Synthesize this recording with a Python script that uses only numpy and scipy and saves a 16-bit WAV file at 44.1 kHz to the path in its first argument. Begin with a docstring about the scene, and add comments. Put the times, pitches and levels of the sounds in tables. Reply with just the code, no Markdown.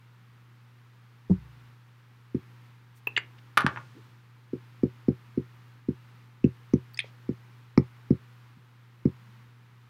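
"""Marker on a glass board

In a small, dry studio with a mains hum, a hand bumps a large framed glass board and writes on it.
The felt tip lands with dull knocks that ring the pane, then sticks and slips in a few tiny squeaks.
Something small and plastic, probably the cap, falls and bounces.
A mild noise gate lifts the hiss after each loud sound."""
import sys
import numpy as np
from scipy import signal
from scipy.fft import rfft, irfft
from scipy.io import wavfile
from scipy.ndimage import uniform_filter1d

SR = 44100
rng = np.random.default_rng(int(sys.argv[2]) if len(sys.argv) > 2 else 0)


def wrap_up_sound(samples):
    """Save the sound to the file named by the first command line argument, as 16-bit audio."""
    columns = np.atleast_2d(samples).T
    # keep every value between -1 and 1, then stretch to whole-number steps
    tamed = np.clip(columns, -1, 1)
    steps = np.round(tamed * 32767).astype(np.int16)
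    wavfile.write(sys.argv[1], SR, steps)


N = 436149
AGE = np.arange(SR) / SR  # time [s] within a one-second sound
HZ = np.fft.rfftfreq(SR, 1 / SR)


def amp(db):
    """Decibels to gain."""
    return 10 ** (np.asarray(db) / 20)


def unit(x):
    """Scales to an rms of one."""
    return x / np.sqrt(np.mean(x ** 2) + 1e-20)


def curve(points, hz):
    """Reads a breakpoint curve on a log-frequency axis."""
    freqs, values = np.transpose(points)
    return np.interp(np.log(hz + 1), np.log(freqs), values)


def add(mix, start, sound):
    """Drops a sound into the mix at a time in seconds."""
    part = mix[max(round(start * SR), 0):][:len(sound)]
    part += sound[:len(part)]


def decay(t60, age=AGE):
    """An envelope that falls 60 dB in t60 seconds."""
    return np.exp(-np.log(1000) * age / t60)


def mode(hz, db, t60):
    """One struck, dying sine."""
    return amp(db) * decay(t60) * np.sin(2 * np.pi * hz * AGE)


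def band(hz, octaves):
    """One second of noise around a frequency."""
    bell = np.exp(-.5 * (np.log2((HZ + 1) / hz) / octaves) ** 2)
    return unit(irfft(rfft(rng.standard_normal(SR)) * bell))


def echoes(rows):
    """Frequency response of the direct sound plus a few delayed copies."""
    return 1 + sum(gain * np.exp(-2j * np.pi * HZ * delay) for delay, gain in rows)


def chirp(swell_ms, sag, wobble):
    """Envelope and phase (in turns per Hz) of a slip that swells, sags in pitch and dies."""
    age = AGE * 1000 / swell_ms
    envelope = (age * np.exp(1 - age)) ** 2
    bend = 1 + sag * (np.exp(1 - age) - 1) / 2 + wobble * band(510, 0.96)
    return envelope, np.cumsum(bend) / SR


def clatter(spectrum, rattle, rattle_s):
    """The sharpest click with this spectrum (minimum phase), then a quick, irregular chatter."""
    log_gain = np.log(np.r_[spectrum, spectrum[-2:0:-1]] + 1e-6)
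    click = np.fft.ifft(np.exp(np.conj(signal.hilbert(log_gain)))).real
    chatter = rattle * rng.standard_normal(SR) * np.exp(-AGE / rattle_s)
    return (click + signal.fftconvolve(click, chatter)[:SR]) / abs(click).max()


def rub(length, db, hz, octaves):
    """One soft swell of friction noise."""
    swell = np.hanning(min(int(length * SR), SR))
    return amp(db) * swell * band(hz, octaves)[:len(swell)]


# colour of the room air: (frequency [Hz], relative level [dB])
AIR_COLOUR = [(25, -11), (48, -13), (68, -0.5), (170, 6), (300, -1), (500, -4.5), (630, -11.5), (900, -1.5),
              (1250, -0.5), (2000, -4), (4000, -12.5), (7800, -24.5), (12000, -25.5), (14300, -22),
              (16000, -28.5)]
# hum partials: (harmonic number, rms level [dB])
HUM_PARTIALS = [(2, -52.5), (3, -76.5), (4, -76), (5, -81.5), (6, -84), (15, -86.5)]


def room_tone(air_db=-60.5, mains_hz=60, waver=0.036):
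    """A bed of ventilation hiss and slightly wavering mains hum."""
    t = np.arange(N) / SR
    colour = amp(curve(AIR_COLOUR, np.fft.rfftfreq(N, 1 / SR)))
    air = unit(irfft(rfft(rng.standard_normal(N)) * colour, N))
    hum = sum(np.sqrt(2) * amp(db) * np.sin(2 * np.pi * (round(k) * mains_hz * t + rng.random()))
              for k, db in HUM_PARTIALS)
    drift = unit(sum(np.sin(2 * np.pi * (hz * t + rng.random())) for hz in np.geomspace(.3, 4, 12)))
    return amp(air_db) * air + hum * (1 + waver * drift)


# bending modes of the pane: (frequency [Hz], level [dB], t60 [s], polarity)
PANE_MODES = [(86.6, -17.5, 0.12, 1), (127.2, -14, 0.15, 1), (178.5, -0.9, 0.059, -1),
              (223.4, -6, 0.059, 1), (275.8, 3, 0.04, 1), (370.3, -12, 0.097, -1), (435, 1, 0.027, -1),
              (474, -26.5, 0.13, -1), (542, -28, 0.14, -1), (607, -40, .08, 1), (783, -18, 0.082, 1)]
# slap from the frame and nearby surfaces: (delay [s], gain)
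FRAME_RETURNS = [(.00798, 0.46), (.00928, 0.11), (.01794, -0.24), (.0227, -.036), (.0307, -0.13)]
# knocks on the pane, the first two from the hand as the bump begins, the rest where the tip lands: (time [s],
# force [dB], contact [ms], lean towards the low modes, tick level [dB])
LANDINGS = [(1.2975, -22.5, 0.3, -0.1, -55), (1.302, -20, 0.78, -0.5, -56.5),
            (2.347, -11.5, 0.79, -1.2, -46), (3.6431, -18, .3, 2.2, -58), (3.665, -26.5, 0.26, 1.5, -48),
            (4.5333, -19, 0.68, -2, -55), (4.8339, -10, 0.47, -0.25, -42), (5.0836, -10.5, 0.29, 0.7, -41),
            (5.3759, -11, 0.74, -1.4, -51), (5.8864, -11.5, 0.7, -0.6, -50), (6.4426, -6.5, 0.44, 0.8, -46),
            (6.7363, -6.5, .54, 0.16, -35.5), (7.2908, -17.5, 0.38, 0.55, -45),
            (7.7763, -6.5, 0.22, 1.26, -18), (8.106, -10, 0.12, 1.63, -38.5),
            (8.5682, -39.5, 0.97, 2.5, -70), (9.0543, -11.5, 0.16, 1.63, -42)]


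def pane_knocks(cancel_hz=60, felt_hz=700, pre_roll_s=.01):
    """The hand, then the felt tip, pushes the pane; a longer contact leaves the high modes quiet."""
    out = np.zeros(N)
    z = 1j * HZ / cancel_hz
    low_cut = z ** 2 / (z ** 2 + np.sqrt(2) * z + 1)  # the pane's front and back cancel in the deep bass
    felt = 1 / np.sqrt(1 + (HZ / felt_hz) ** 8)  # the soft nib rolls off the top
    colour = low_cut * felt * echoes(FRAME_RETURNS)
    for time, db, contact_ms, lean, _ in LANDINGS:
        # where the pane is struck decides how strongly the low modes speak
        ring = sum(np.sign(polarity) * (max(hz, 190) / 250) ** -lean * mode(hz, level, t60)
                   for hz, level, t60, polarity in PANE_MODES)
        push = np.exp(-.5 * (2 * np.pi * HZ * contact_ms / 1000) ** 2 - 2j * np.pi * HZ * pre_roll_s)
        add(out, time - pre_roll_s, amp(db) * irfft(rfft(ring) * push * colour))
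    return out


# colour of the barrel's tick: (frequency [Hz], level [dB])
TICK_COLOUR = [(300, -17), (720, -11.5), (860, -0.5), (1250, -1.5), (1600, -20), (1950, -4.5), (2350, -6),
               (2800, -41), (3700, -30), (4200, -16.5), (5600, -20.5), (6500, -53.5), (17000, -60.5)]


def marker_ticks(chirp_hz=5385, chirp_db=-13):
    """The top layer of each knock: a tick (the barrel's, when the tip lands) and a brief high chirp."""
    out = np.zeros(N)
    colour = amp(curve(TICK_COLOUR, HZ))
    for time, *_, tick_db in LANDINGS:
        swell, turns = chirp(swell_ms=1.4, sag=0.015, wobble=0.01)
        add(out, time, amp(tick_db) * clatter(colour, rattle=0.03, rattle_s=0.0031))
        add(out, time, amp(tick_db + chirp_db) * swell * np.sin(2 * np.pi * chirp_hz * turns))
    return out


# the whole board swaying in its stand: (frequency [Hz], level [dB], t60 [s])
STAND_MODES = [(63, -36.5, 0.66), (96, -15.5, 0.136), (146, -41.5, 0.89), (184, -4.5, 0.11),
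               (303, -18.5, 0.088), (379, -22.5, 0.1)]
# skin on glass: (length [s], level [dB], centre [Hz], width [octaves])
HAND_RUBS = [(.04, -45.5, 680, 0.44), (.074, -69, 5000, 0.7)]


def hand_bump(time=1.3055, attack_s=0.0059, rub_lag_s=.008):
    """A soft, slow blow sets the board and its stand booming, and the hand rubs the glass."""
    out = np.zeros(N)
    boom = sum(mode(*row) for row in STAND_MODES)
    add(out, time, boom * (1 - np.exp(-AGE / attack_s)))
    for length, db, hz, octaves in HAND_RUBS:
        add(out, time + rub_lag_s - length / 2, rub(length, db, hz, octaves))
    return out


# light brushes: (peak time [s], length [s], level [dB], centre [Hz], width [octaves])
SOFT_RUBS = [(2.974, 0.075, -63, 7500, 2.1), (3.388, 0.019, -56.5, 2330, .66),
             (3.979, .11, -52.5, 280, 0.454), (7.071, 0.12, -64.5, 3500, 0.55),
             (9.3, 0.54, -67, 212, 0.091)]


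def brushes():
    """Nib and sleeve rub softly between the strokes."""
    out = np.zeros(N)
    for time, length, db, hz, octaves in SOFT_RUBS:
        add(out, time - length / 2, rub(length, db, hz, octaves))
    return out


# nib resonances stirred by a gritty slip: (frequency [Hz], level [dB])
NIB_MODES = [(1950, 3.5), (2550, -1), (3400, -7.5), (4600, -21), (6250, -22)]
# stick-slip squeaks, with grit and thud relative to the tone; the row at 7.001 s is a strong wall echo of the
# squeak at 6.99 s: (time [s], level [dB], pitch [Hz], swell [ms], overtone [Hz], grit [dB], thud [dB])
SLIPS = [(3.0707, -18, 2635, 2, 14940, -32, -14.5), (3.1640, -15.5, 2850, 3.1, 3800, -10, -32),
         (3.175, -16, 1710, 1.1, 7300, -9.5, -19.5), (3.1781, -13, 2190, 0.98, 4580, -13, -18),
         (6.4416, -34.5, 2700, 1.2, 5950, -19, -20), (6.7362, -41, 5990, 1.4, 2700, -24, -22),
         (6.9375, -49, 15400, .83, 11200, -20, -27), (6.944, -39.5, 4650, 1.6, 8200, -24, -27),
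         (6.973, -39.5, 5150, 2.3, 8800, -5, -32), (6.9903, -17, 2430, 1.4, 8860, -12, -48),
         (6.9926, -21.5, 3620, 1.2, 9800, -12, -44), (7.001, -26.5, 3300, 2.3, 1970, -8, -43),
         (7.043, -38.5, 565, 1.54, 1090, -20, -26)]


def nib_squeaks(overtone_db=-19, hiss_db=-4):
    """The nib slips for a few milliseconds: an unsteady tone and overtone, grit and a small thud; one row
    replays a squeak as its wall echo."""
    out = np.zeros(N)
    for time, db, hz, swell_ms, overtone_hz, grit_db, thud_db in SLIPS:
        swell, turns = chirp(swell_ms, sag=0.033, wobble=0.013)
        phase = 2 * np.pi * turns
        tone = np.sin(hz * phase) + amp(overtone_db) * np.sin(overtone_hz * phase)
        nib_ring = sum(amp(level) * np.sin(nib_hz * phase) for nib_hz, level in NIB_MODES)
        grit = amp(hiss_db) * band(hz, octaves=0.38) + nib_ring
        thud = band(690, octaves=1.1)
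        add(out, time, amp(db) * swell * (tone + amp(grit_db) * grit + amp(thud_db) * thud))
    return out


# colour of a clack: (frequency [Hz], level [dB])
CLACK_COLOUR = [(40, -46), (150, -10), (500, -14), (1000, 0), (1400, 7.5), (2000, -2.5), (3600, -12.5),
                (4500, -18), (7500, -33), (10500, -21), (12500, -27.5), (17000, -34.5)]
# ring of the cap: (frequency [Hz], level [dB], t60 [s])
CAP_MODES = [(788, -48, .21), (937, -47.5, .22), (1040, -39, 0.37), (1411, -41, .24), (1624, -37.5, .22),
             (2244, -42, .18), (5870, -44, 0.0613)]
# faint boom and wash after each bounce: (centre [Hz], width [octaves], level [dB], t60 [s])
BOUNCE_TAILS = [(124, 0.16, -43.5, 1.4), (2990, 0.91, -62, 2)]
# the cap hits: (time [s], level [dB])
BOUNCES = [(3.5731, -8), (3.5765, -1.5), (3.579, -13.5), (3.5831, -20), (3.607, -16), (3.6194, -25),
           (3.6652, -9), (3.761, -27.5), (3.7726, -26)]


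def cap_bounces(bright_hz=13500, dulling_hz_per_s=53000):
    """Hard plastic clacks with a faint ring and wash, duller and more rattly as the cap settles."""
    out = np.zeros(N)
    ring = sum(mode(*row) for row in CAP_MODES)
    for time, db in BOUNCES:
        cutoff_hz = max(bright_hz - dulling_hz_per_s * (time - BOUNCES[0][0]), 2000)
        colour = amp(curve(CLACK_COLOUR, HZ)) / np.sqrt(1 + (HZ / cutoff_hz) ** 12)
        click = clatter(colour, rattle=0.067 * (bright_hz / cutoff_hz) ** 0.52, rattle_s=.004)
        wash = sum(amp(level) * band(hz, octaves) * decay(t60)
                   for hz, octaves, level, t60 in BOUNCE_TAILS)
        add(out, time, amp(db) * (click + ring + wash))
    return out


# early reflections off the walls: (delay [s], relative gain)
REFLECTIONS = [(.0023, 0.37), (.0093, 0.046), (0.0116, .16), (0.0167, 0.042)]
# reverb time: (frequency [Hz], t60 [s])
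REVERB_TIMES = [(200, 0.51), (1300, 0.19), (3000, .17), (8000, 0.059), (16000, 0.047)]


def studio(x, early_db, wet_db):
    """A few close reflections, then a short tail whose treble dies first."""
    scatter = rng.choice([-1., 1.], SR) * (rng.random(SR) < .12) * (AGE > .006)
    hz, t, spectra = signal.stft(scatter, SR, nperseg=256)
    fade = decay(curve(REVERB_TIMES, hz)[:, None], t)
    tail = signal.istft(spectra * fade, SR, nperseg=256)[1][:SR]
    early = irfft(echoes([(delay, amp(early_db) * gain) for delay, gain in REFLECTIONS]))
    return signal.fftconvolve(x, early + amp(wet_db) * tail / np.linalg.norm(tail))[:N]


def scene():
    """The mono mix: board dry, marker close, cap farthest and wettest, all over the room tone."""
    ticks = studio(marker_ticks(), early_db=-3, wet_db=-22)
    squeaks = studio(nib_squeaks(), early_db=-1, wet_db=-17.5)
    cap = studio(cap_bounces(), early_db=-8, wet_db=-11.5)
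    return (pane_knocks() + ticks + hand_bump() + brushes() + squeaks + cap + room_tone())[None]


def record(dry, threshold_db=-39, range_db=3, half_shut_s=0.36, release_s=.14):
    """A mild gate opens on loud sounds, holds and eases shut; filters trim rumble and extreme top."""
    loud = uniform_filter1d(dry[0] ** 2, size=256) > amp(threshold_db) ** 2
    t = np.arange(N) / SR
    since_loud = t - np.maximum.accumulate(np.where(loud, t, -10))
    shut = np.clip((since_loud - half_shut_s) / release_s + .5, 0, 1)
    gated = dry * amp(-range_db * shut)
    low_cut = signal.butter(3, 48, "highpass", fs=SR, output="sos")
    high_cut = signal.firwin(511, 15900, window=("kaiser", 9), fs=SR)
    cleaned = signal.sosfiltfilt(low_cut, gated, padtype="even")
    return signal.oaconvolve(cleaned, high_cut[None], "same")


dry = scene()
out = record(dry)
wrap_up_sound(out)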